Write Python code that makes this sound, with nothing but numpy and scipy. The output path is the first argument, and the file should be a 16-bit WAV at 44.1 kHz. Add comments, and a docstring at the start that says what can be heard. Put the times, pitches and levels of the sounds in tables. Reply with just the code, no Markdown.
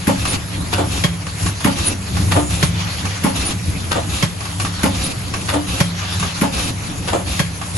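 """Sachet packaging machine

Close by in a workshop, one cycle every 1.6 s: the sealing jaws thump shut, paper film is dragged along
with a brief squeal, a latch clacks, a linkage rattles back and the cutter chops.
The drive hums and rumbles with its load; every second cycle an air jet hisses.
Blows are shaped noise plus decaying modes, with reverberation; film, drive and air are coloured noise,
hum and squeal are wavering sines."""
import sys
import numpy as np
from scipy import signal
from scipy.fft import rfft, irfft
from scipy.io import wavfile
from scipy.ndimage import uniform_filter1d

SR = 44100
rng = np.random.default_rng(int(sys.argv[2]) if len(sys.argv) > 2 else 0)


def materialize(psi):
    """Save the field psi as 16-bit PCM at rate SR to the path in sys.argv[1].

    A 1-D psi becomes a single channel; in a 2-D psi each row is a channel.
    """
    bounded = np.clip(np.atleast_2d(psi).T, -1, 1)
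    quanta = np.round(bounded * 32767).astype(np.int16)
    wavfile.write(sys.argv[1], SR, quanta)


N = 343035
T = np.arange(N) / SR
HZ = np.fft.rfftfreq(N, 1 / SR)


def amp(db):
    """Decibels to gain."""
    return 10 ** (np.asarray(db) / 20)


def unit(x):
    """Scales to rms 1."""
    return x / np.sqrt(np.mean(x ** 2) + 1e-20)


def read(points, hz):
    """Interpolates a table on a log-frequency axis."""
    f, value = np.transpose(points)
    return np.interp(np.log(hz + 1), np.log(f + 1), value)


def drift(rate_hz):
    """Random wander of rms 1, mostly below rate_hz."""
    return unit(irfft(rfft(rng.standard_normal(N)) / (1 + (HZ / rate_hz) ** 4), N))


# left-right likeness, rippled by microphone spacing: f/Hz, likeness (limited to about -1..1 in use)
LIKENESS = [(30, .95), (70, 1), (130, 0.86), (280, 0.76), (450, 0.35), (750, 0.28), (1200, 0.21),
            (1580, -0.18), (2100, 0.17), (2500, .6), (3000, 0.1), (3900, -0.041), (5000, 0.29),
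            (6100, 0.073), (6650, 0.86), (7400, 0.21), (8100, -1.34), (8750, -1.2), (9600, 0),
            (10050, 0.68), (10450, 1)]


def spread(mid, side):
    """Mid and side spectra to left and right, their balance set by the likeness at each frequency."""
    same = np.clip(read(LIKENESS, HZ), -.99, .99)
    mid = mid * np.sqrt((1 + same) / 2)
    side = side * np.sqrt((1 - same) / 2)
    return irfft([mid + side, mid - side], N)


def noise(colour, grit_db=0):
    """Coloured stereo noise of rms 1; grit makes it a crowd of tiny contacts of uneven size."""
    grains = rng.standard_normal((2, N)) * amp(grit_db * drift(550))
    mid, side = rfft(grains) * amp(read(colour, HZ))
    return unit(spread(mid, side))


def resonant(x, peaks, size=500):
    """Steel parts lift a few clear resonances and ripple the spectrum with countless small ones."""
    ripple = rng.standard_normal((2, len(HZ)))
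    ripple_db = 2.2 * unit(uniform_filter1d(uniform_filter1d(ripple, size), size))
    lift_db = sum(db / (1 + (2 * (HZ - hz) / width_hz) ** 2) for hz, width_hz, db in peaks)
    return unit(irfft(rfft(x) * amp(lift_db + ripple_db), N))


def patchy(x, depth_db, size=9):
    """Contact wanders: patches of the spectrum swell and fade for a few hundredths of a second."""
    z = signal.stft(x, SR, nperseg=512)[2]
    patches = rng.standard_normal(z.shape[1:])
    patches = unit(uniform_filter1d(uniform_filter1d(patches, size, 0), size, 1))
    return unit(signal.istft(z * amp(depth_db * patches), SR, nperseg=512)[1][:, :N])


def bursts(rows, delay_s, rise_s, t60_s):
    """Level of a train of blows: each swells while the parts meet, then dies away."""
    level = np.zeros(N)
    for s, db in rows:
        span = slice(max(int((s - .04) * SR), 0), int((s + .5) * SR))
        t = T[span] - s - delay_s - rise_s
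        fall_db = np.where(t < 0, -13 * t / rise_s, 60 * t / t60_s)
        level[span] += amp(db - fall_db)
    return level


def ring(rows, modes, delay_s, rise_s):
    """Each blow rings decaying sine modes, their left-right phase skew set by the likeness."""
    t = T[:SR // 2]
    body = np.zeros((2, len(t)))
    for k, (hz, db, t60_s) in enumerate(modes):
        skew = (-1) ** k * np.arccos(np.clip(read(LIKENESS, hz), -1, 1)) * np.array([[.5], [-.5]])
        body += amp(db - 60 * t / t60_s) * np.sin(2 * np.pi * hz * t + skew)
    body *= 1 - np.exp(-(t / rise_s) ** 2)
    blows = np.zeros(N)
    for s, db in rows:
        blows[int(np.clip((s + delay_s) * SR, 0, N - 1))] += amp(db)
    return signal.oaconvolve(blows[None], body, axes=1)[:, :N]


def held(rows, ramp_s):
    """Level that ramps up around each start, holds, and ramps down around each end."""
    return sum(amp(db) * np.clip(np.minimum(T - start, end - T) / ramp_s + .5, 0, 1)
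               for start, end, db in rows)


def through_cycle(table):
    """Repeats the columns of a one-cycle table, starting anew each time the jaws shut."""
    shut = np.transpose(JAWS)[0]
    period = np.mean(np.diff(shut))
    starts = np.append(shut[0] - period, shut)
    since = T - starts[np.searchsorted(starts, T, side="right") - 1]
    s, *columns = np.transpose(table)
    return [np.interp(since, s, column, period=period) for column in columns]


FEED_WAIT_S, FEED_S, FEED_DB = 0.11, 0.18, -24  # after the jaws shut
DRAW_LEAD_S, DRAW_S, DRAW_DB = 0.13, 0.16, -24.5  # up to the cut


def pulls():
    """The two film pulls of every cycle, as rows of start/s, end/s, level/dB."""
    feeds = [(s + FEED_WAIT_S, s + FEED_WAIT_S + FEED_S, FEED_DB) for s, _ in JAWS]
    draws = [(s - DRAW_LEAD_S, s - DRAW_LEAD_S + DRAW_S, DRAW_DB) for s, _ in CUTS]
    return feeds + draws


# motor hum: mean f/Hz, level/dB before swell and waver
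HUM = [(98, -34), (172, -38), (286, -47.5)]


def hum(swell_db):
    """Motor tones, wavering in pitch and level, swelling and fading through each cycle."""
    out = 0
    for hz, db in HUM:
        level_db = db + swell_db + 2.04 * drift(8.2)
        turns = np.cumsum(hz + 2.75 * drift(10.17)) / SR
        out = out + amp(level_db) * unit(np.sin(2 * np.pi * turns))
    return out


THROB_WAIT_S, THROB_S, THROB_HZ, THROB_SAG_PER_S, THROB_DB = 0.053, .032, 66.2, 2.5, -20


def throbs():
    """The feed drive throbs low once in each pull, its pitch sagging as the feed slows."""
    out = np.zeros(N)
    for start, _, _ in pulls():
        near = abs(T - start - THROB_WAIT_S) < 4 * THROB_S
        t = T[near] - start - THROB_WAIT_S
        turns = np.cumsum(THROB_HZ * np.exp(-THROB_SAG_PER_S * t)) / SR + rng.random()
        out[near] += amp(THROB_DB) * np.exp(-(t / THROB_S) ** 2) * np.sin(2 * np.pi * turns)
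    return out


# load through one cycle: t/s after the jaws shut, rumble level/dB, gear growl level/dB, hum swell/dB
CYCLE_LOAD = [(0.0, -25, -36.5, 1.5), (0.28, -26, -25.5, -1), (0.36, -26.5, -42, -3.5),
              (0.5, -26, -29.5, 1), (0.74, -24, -37, -2), (0.9, -26, -33, 5.5), (1.15, -29.5, -43.5, 1.5),
              (1.31, -28, -45.5, 2.5), (1.41, -22.5, -27.5, 6), (1.5, -30.5, -48, 1)]
# the drive labours and the frame shudders: t/s at the loudest, length/s, level/dB
SHUDDERS = [(0.625, 0.019, -21), (1.452, 0.036, -18.5), (2.213, 0.083, -15.5), (2.375, 0.059, -20),
            (2.713, 0.27, -24.5), (3.695, .06, -21.5)]
# rumble and growl spectra: f/Hz, relative density/dB per Hz
RUMBLE_COLOUR = [(22, -38), (40, -16), (68, 2.5), (100, 7.5), (130, -2.5), (190, 0.5), (250, -20.5),
                 (500, -32)]
GROWL_COLOUR = [(100, -6), (200, -6), (290, -2), (400, -13), (800, -19.5), (2000, -46)]


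def drive():
    """Hum over the rumble and growl of gears and cams, which follow the load and swell in a shudder."""
    rumble_db, growl_db, swell_db = through_cycle(CYCLE_LOAD)
    shudder = sum(amp(db) * np.exp(-((T - s) / length_s) ** 2) for s, length_s, db in SHUDDERS)
    rumble = np.hypot(amp(rumble_db), shudder) * noise(RUMBLE_COLOUR)
    growl_level = np.hypot(amp(growl_db), amp(-11.5) * shudder) * amp(1.06 * drift(32))
    growl = growl_level * noise(GROWL_COLOUR)
    return hum(swell_db) + throbs() + rumble + growl


# sliding over the guides in one cycle: t/s after the jaws shut, hiss level/dB, sizzle level/dB
CYCLE_SLIDE = [(0.0, -30.5, -33), (0.22, -30.5, -38.5), (0.36, -34.5, -36), (0.5, -31.5, -36),
               (0.8, -34.5, -35), (0.93, -33, -33), (1.12, -36.5, -39), (1.31, -32.5, -33),
               (1.385, -31.5, -30.5), (1.47, -32, -37)]
# air jets after every second cut: start/s, end/s, level/dB
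JETS = [(2.66, 3.12, -27.5), (5.92, 6.4, -27.5)]
# rasp, hiss and sizzle spectra: f/Hz, relative density/dB per Hz
FILM_COLOUR = [(150, -17), (350, 2.5), (540, -3.5), (750, 1.5), (1800, -1.5), (2700, 3.5), (3900, 2),
               (5000, 0.5), (5400, -5), (5800, 1.5), (7000, -5.5), (8800, 1.5), (11500, -7.5)]
HISS_COLOUR = [(300, -3), (1000, 2), (2700, 2.5), (4500, 2), (5400, -2.5), (5800, 1), (8500, -17.5),
               (10000, -41)]
SIZZLE_COLOUR = [(5000, 0), (8300, 19), (9300, 16.5), (11300, 14.5), (12000, -20)]
# rasp resonances: f/Hz, width/Hz, lift/dB
FILM_PEAKS = [(272, 20, 10), (538, 23, 15), (1140, 270, 4), (2560, 230, 3.7), (3760, 250, 3),
              (5200, 120, 3), (7000, 300, 3.3)]
CRINKLE_START_S, CRINKLE_END_S, CRINKLE_DB = 2.29, 2.7, -28.5  # one long crinkle of the paper


def film():
    """Paper film rasps over steel in each pull; softer hiss, air jets and fine sizzle go on between."""
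    hiss_db, sizzle_db = through_cycle(CYCLE_SLIDE)
    jets = held(JETS, ramp_s=0.27)
    crinkle = held([(CRINKLE_START_S, CRINKLE_END_S, CRINKLE_DB)], ramp_s=0.049)
    steel = resonant(noise(FILM_COLOUR, grit_db=0.5), FILM_PEAKS)
    rasp = patchy(steel, depth_db=1.2) * held(pulls(), ramp_s=0.024)
    hiss = patchy(noise(HISS_COLOUR, grit_db=1.0), depth_db=2.5) * np.hypot(amp(hiss_db), jets)
    fibres = patchy(noise(SIZZLE_COLOUR, grit_db=0.5), depth_db=3)
    sizzle = fibres * np.hypot(amp(sizzle_db), crinkle) * amp(0.98 * drift(12))
    return (rasp + hiss + sizzle) * amp(1.26 * drift(18.6))


# steady air spectrum: f/Hz, relative density/dB per Hz
AIR_COLOUR = [(100, -2.5), (400, 11.5), (1000, 9.5), (2000, 6), (4000, -7), (8000, 0), (12000, -27)]


def air():
    """Faint steady noise of the air."""
    return amp(-37.5) * noise(AIR_COLOUR)


# jaws shut: t/s, force/dB
JAWS = [(0.0748, 1.5), (1.6486, 2), (3.2426, 1), (4.8368, 0.5), (6.4157, 0.5)]
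# jaws and frame: f/Hz, level/dB, t60/s
JAW_MODES = [(174.2, -18, 0.51), (199.4, -15, 0.35), (222, -1, 0.056), (255.5, -14.5, 0.35),
             (281.5, -17, 0.38), (434, -20.5, 0.16), (1063, -20, 0.1), (1400, -29, 0.17),
             (2010, -17, 0.037), (8870, -12, 0.051), (10200, -13, 0.03), (11600, -35, 0.05)]
# thin plate shaken a moment later: f/Hz, level/dB, t60/s
PLATE_MODES = [(543, -21, 0.36), (841, -20, .19), (863, -19, 0.18)]
# dense ringing of jaws, and of loose parts and linkage: f/Hz, relative density/dB per Hz
JAW_COLOUR = [(150, -24), (400, -5), (900, -4), (2000, -2), (3500, -11), (5500, -13.5), (9000, -14.5),
              (12000, -8.5)]
RATTLE_COLOUR = [(120, -9.5), (300, 1), (420, -9.5), (580, 4), (800, 3.5), (1400, -2.5), (2200, -10.5),
                 (3100, -8), (5500, -22), (9000, -8), (12000, -43)]
# resonances of loose parts and linkage: f/Hz, width/Hz, lift/dB
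RATTLE_PEAKS = [(534, 47, 11), (706, 35, 1.6), (887, 63, 9.2), (1180, 130, 2.5)]


def jaws():
    """Metal meets metal, the frame thumps, and the loose parts and a plate answer just after."""
    metal = resonant(noise(JAW_COLOUR, grit_db=4), [])
    crack = amp(-13.5) * bursts(JAWS, delay_s=-0.0053, rise_s=0.0017, t60_s=0.13) * metal
    loose = resonant(noise(RATTLE_COLOUR, grit_db=-0.5), RATTLE_PEAKS)
    chatter = amp(-18.5) * bursts(JAWS, delay_s=0.0072, rise_s=0.019, t60_s=0.18) * loose
    plate = ring(JAWS, PLATE_MODES, delay_s=.014, rise_s=.004)
    thump = ring(JAWS, JAW_MODES, delay_s=.001, rise_s=0.0032)
    return crack + chatter + plate + thump


# cams and guides: t/s, level/dB, treble tilt/dB per octave
CLICKS = [(0.252, -17, 2), (0.33, -19.5, 3.5), (1.266, -23.5, 1), (1.426, -28.5, 8), (1.461, -19, 2.5),
          (1.604, -24, 2), (1.785, -21, 4), (1.917, -39, 0), (2.168, -20.5, 0.5), (3.052, -20, 0.5),
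          (3.506, -24, 5), (4.405, -23.5, 1.5), (4.452, -24, 1), (4.598, -17, 3), (4.648, -18, 1),
          (4.79, -25, 0.5), (5.337, -18, 1), (6.025, -29, -1.5), (6.197, -21, 5.5), (6.227, -19, -1.5),
          (7.613, -23, 0), (7.766, -23, 4)]
# click spectrum: f/Hz, relative density/dB per Hz
CLICK_COLOUR = [(120, -36), (300, 5.5), (800, 17), (1400, 13), (2500, 8.5), (5000, 5), (8000, 4.5),
                (10500, 0.5), (12000, -33)]
# click resonances: f/Hz, width/Hz, lift/dB
CLICK_PEAKS = [(1157, 180, 9.9), (1570, 290, 6.1), (2570, 350, 6.5), (4430, 130, 2.5)]


def clicks():
    """Light knocks of the same metalwork, each tilted brighter or duller about 2500 Hz."""
    metal = resonant(noise(CLICK_COLOUR, grit_db=-0.5), CLICK_PEAKS)
    out, size = np.zeros((2, N)), 8192
    octaves = np.log2(np.maximum(np.fft.rfftfreq(size, 1 / SR), 300) / 2500)
    for s, db, tilt_db in CLICKS:
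        first = int(s * SR) - size // 20
        span = slice(first, first + size)
        level = bursts([(s, db)], delay_s=0, rise_s=0.0018, t60_s=0.13)[span]
        tilted = irfft(rfft(metal[:, span], size) * amp(tilt_db * octaves))
        out[:, span] += level * tilted[:, :len(level)]
    return out


# squeal at the end of each pull after the jaws shut: t/s at the loudest, mean f/Hz, level/dB
SQUEALS = [(0.304, 9720, -22), (1.876, 9800, -15.5), (3.474, 9700, -22.5), (5.055, 9780, -24.5),
           (6.648, 9660, -30)]


def squeal():
    """Stick and slip of the film: a short whistle, rough in pitch and level."""
    s, hz, _ = np.transpose(SQUEALS)
    level = sum(amp(db) / (1 + ((T - at) / 0.017) ** 4) for at, _, db in SQUEALS)
    turns = np.cumsum(np.interp(T, s, hz) + 70 * drift(146)) / SR
    flutter = amp(3 * drift(120))
    return level * unit(np.sin(2 * np.pi * turns) * flutter)


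# latch clacks: t/s, force/dB
LATCHES = [(0.729, -3.5), (2.317, -4), (3.9156, -4.5), (5.4895, -4.5), (7.0804, -5.5)]
# latch: f/Hz, level/dB, t60/s
LATCH_MODES = [(342, -39, 0.32), (604, -25, 0.24), (740, -21, 0.095), (1355, -26, 0.23), (1890, -26, 0.17)]
# dense ringing: f/Hz, relative density/dB per Hz
LATCH_COLOUR = [(150, -0.5), (400, -0.5), (1000, 1.5), (2200, -4), (3800, -4), (6000, -12.5), (9500, -11),
                (12000, -16.5)]
# resonances: f/Hz, width/Hz, lift/dB
LATCH_PEAKS = [(760, 32, 4.6), (1490, 50, 6.8), (1770, 60, 5.6), (2460, 97, 3.1), (3660, 80, 3.8),
               (4530, 100, 4)]


def latch():
    """A bright, dry clack: a noise burst plus ringing modes."""
    metal = resonant(noise(LATCH_COLOUR, grit_db=-3.5), LATCH_PEAKS)
    clack = amp(-8.5) * bursts(LATCHES, delay_s=-0.0043, rise_s=0.0076, t60_s=0.12) * metal
    return clack + ring(LATCHES, LATCH_MODES, delay_s=0.00365, rise_s=0.0016)


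# linkage rattles back: t/s, force/dB
RATTLES = [(0.778, 1), (2.355, 2), (3.953, 0), (5.533, 0), (7.126, 1.5)]
# linkage: f/Hz, level/dB, t60/s
LINK_MODES = [(296, -17, 0.33), (330, -8, 0.046), (362, -25, 0.25), (470, -3.5, 0.028), (569, -33.5, 0.39),
              (643, -18.5, 0.093), (705, -18.5, 0.22), (868, -35, 0.24), (1208, -26.5, 0.2),
              (1453, -28, 0.066)]


def linkage(count=4):
    """The rod bounces in its play a few times, ringing dully."""
    gaps_s = .008 * (np.arange(count) + rng.uniform(0, 0.924, (len(RATTLES), count)))
    bounces = [(s + gap_s, db - 6.5) for (s, db), row in zip(RATTLES, gaps_s) for gap_s in row]
    rod = resonant(noise(RATTLE_COLOUR, grit_db=2), RATTLE_PEAKS)
    clatter = amp(-16.5) * bursts(RATTLES, delay_s=-0.0034, rise_s=0.012, t60_s=0.26) * rod
    return clatter + ring(bounces, LINK_MODES, delay_s=0.00294, rise_s=0.0021)


# cutter chops: t/s, force/dB
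CUTS = [(1.0382, -4), (2.6272, -4), (4.225, -4), (5.8027, -3), (7.3931, -4)]
# cutter block: f/Hz, level/dB, t60/s
CUTTER_MODES = [(109, -33, 0.17), (146.3, 3.5, 0.077), (170.4, -13, 0.61), (572, -11, 0.057),
                (1090, 0, 0.031), (3300, -25, 0.046)]
# dense ringing: f/Hz, relative density/dB per Hz
CUT_COLOUR = [(150, -7), (400, -1), (1200, 0), (2200, -2), (3300, -10.5), (5500, -7.5), (9000, -13),
              (12000, -14)]
# resonances: f/Hz, width/Hz, lift/dB
CUT_PEAKS = [(1080, 120, -20), (1800, 270, 2), (3287, 260, 15), (4420, 160, 8), (6600, 200, 1)]


def cutter():
    """The blade snaps onto the film and crunches through it, then its block hits the stop."""
    blade = resonant(noise(CUT_COLOUR, grit_db=0.5), CUT_PEAKS)
    snap = amp(-8.0) * bursts(CUTS, delay_s=0, rise_s=0.0011, t60_s=0.04)
    crunch = amp(-12.5) * bursts(CUTS, delay_s=0.0024, rise_s=0.0044, t60_s=0.12)
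    stop = ring(CUTS, CUTTER_MODES, delay_s=0.0045, rise_s=0.0047)
    return (snap + crunch) * blade + stop


# workshop reverberation: f/Hz, t60/s
ROOM = [(150, 0.17), (800, 0.21), (4000, 0.29), (11000, 0.16)]


def room(x):
    """Diffuse reflections after 8 ms, each band dying at its own speed."""
    taps = rng.standard_normal((2, SR // 2)) * (T[:SR // 2] > .008)
    hz, t, z = signal.stft(taps, SR, nperseg=256)
    decay = amp(-60 * t / read(ROOM, hz)[:, None])
    tail = signal.istft(z * decay, SR, nperseg=256)[1]
    tail = tail / np.linalg.norm(tail[0])
    mid, side = rfft(signal.fftconvolve(x, tail, axes=1)[:, :N])
    return spread(mid, side)


def scene():
    """The blows and their reflections over the running sounds."""
    running = drive() + film() + air()
    blows = jaws() + clicks() + latch() + linkage() + cutter()
    return running + squeal() + blows + amp(-10) * room(blows)


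EDGE_HZ = 11780


def record(dry):
    """The left microphone is 0.5 dB louder; peaks beyond 0.9 overload; then a low-pass band limit."""
    sound = np.clip(dry * amp([[.25], [-.25]]), -.9, .9)
    lowpass = signal.firwin(401, EDGE_HZ, window=("kaiser", 9), fs=SR)
    return signal.oaconvolve(sound, lowpass[None], "same")


dry = scene()
out = record(dry)
materialize(out)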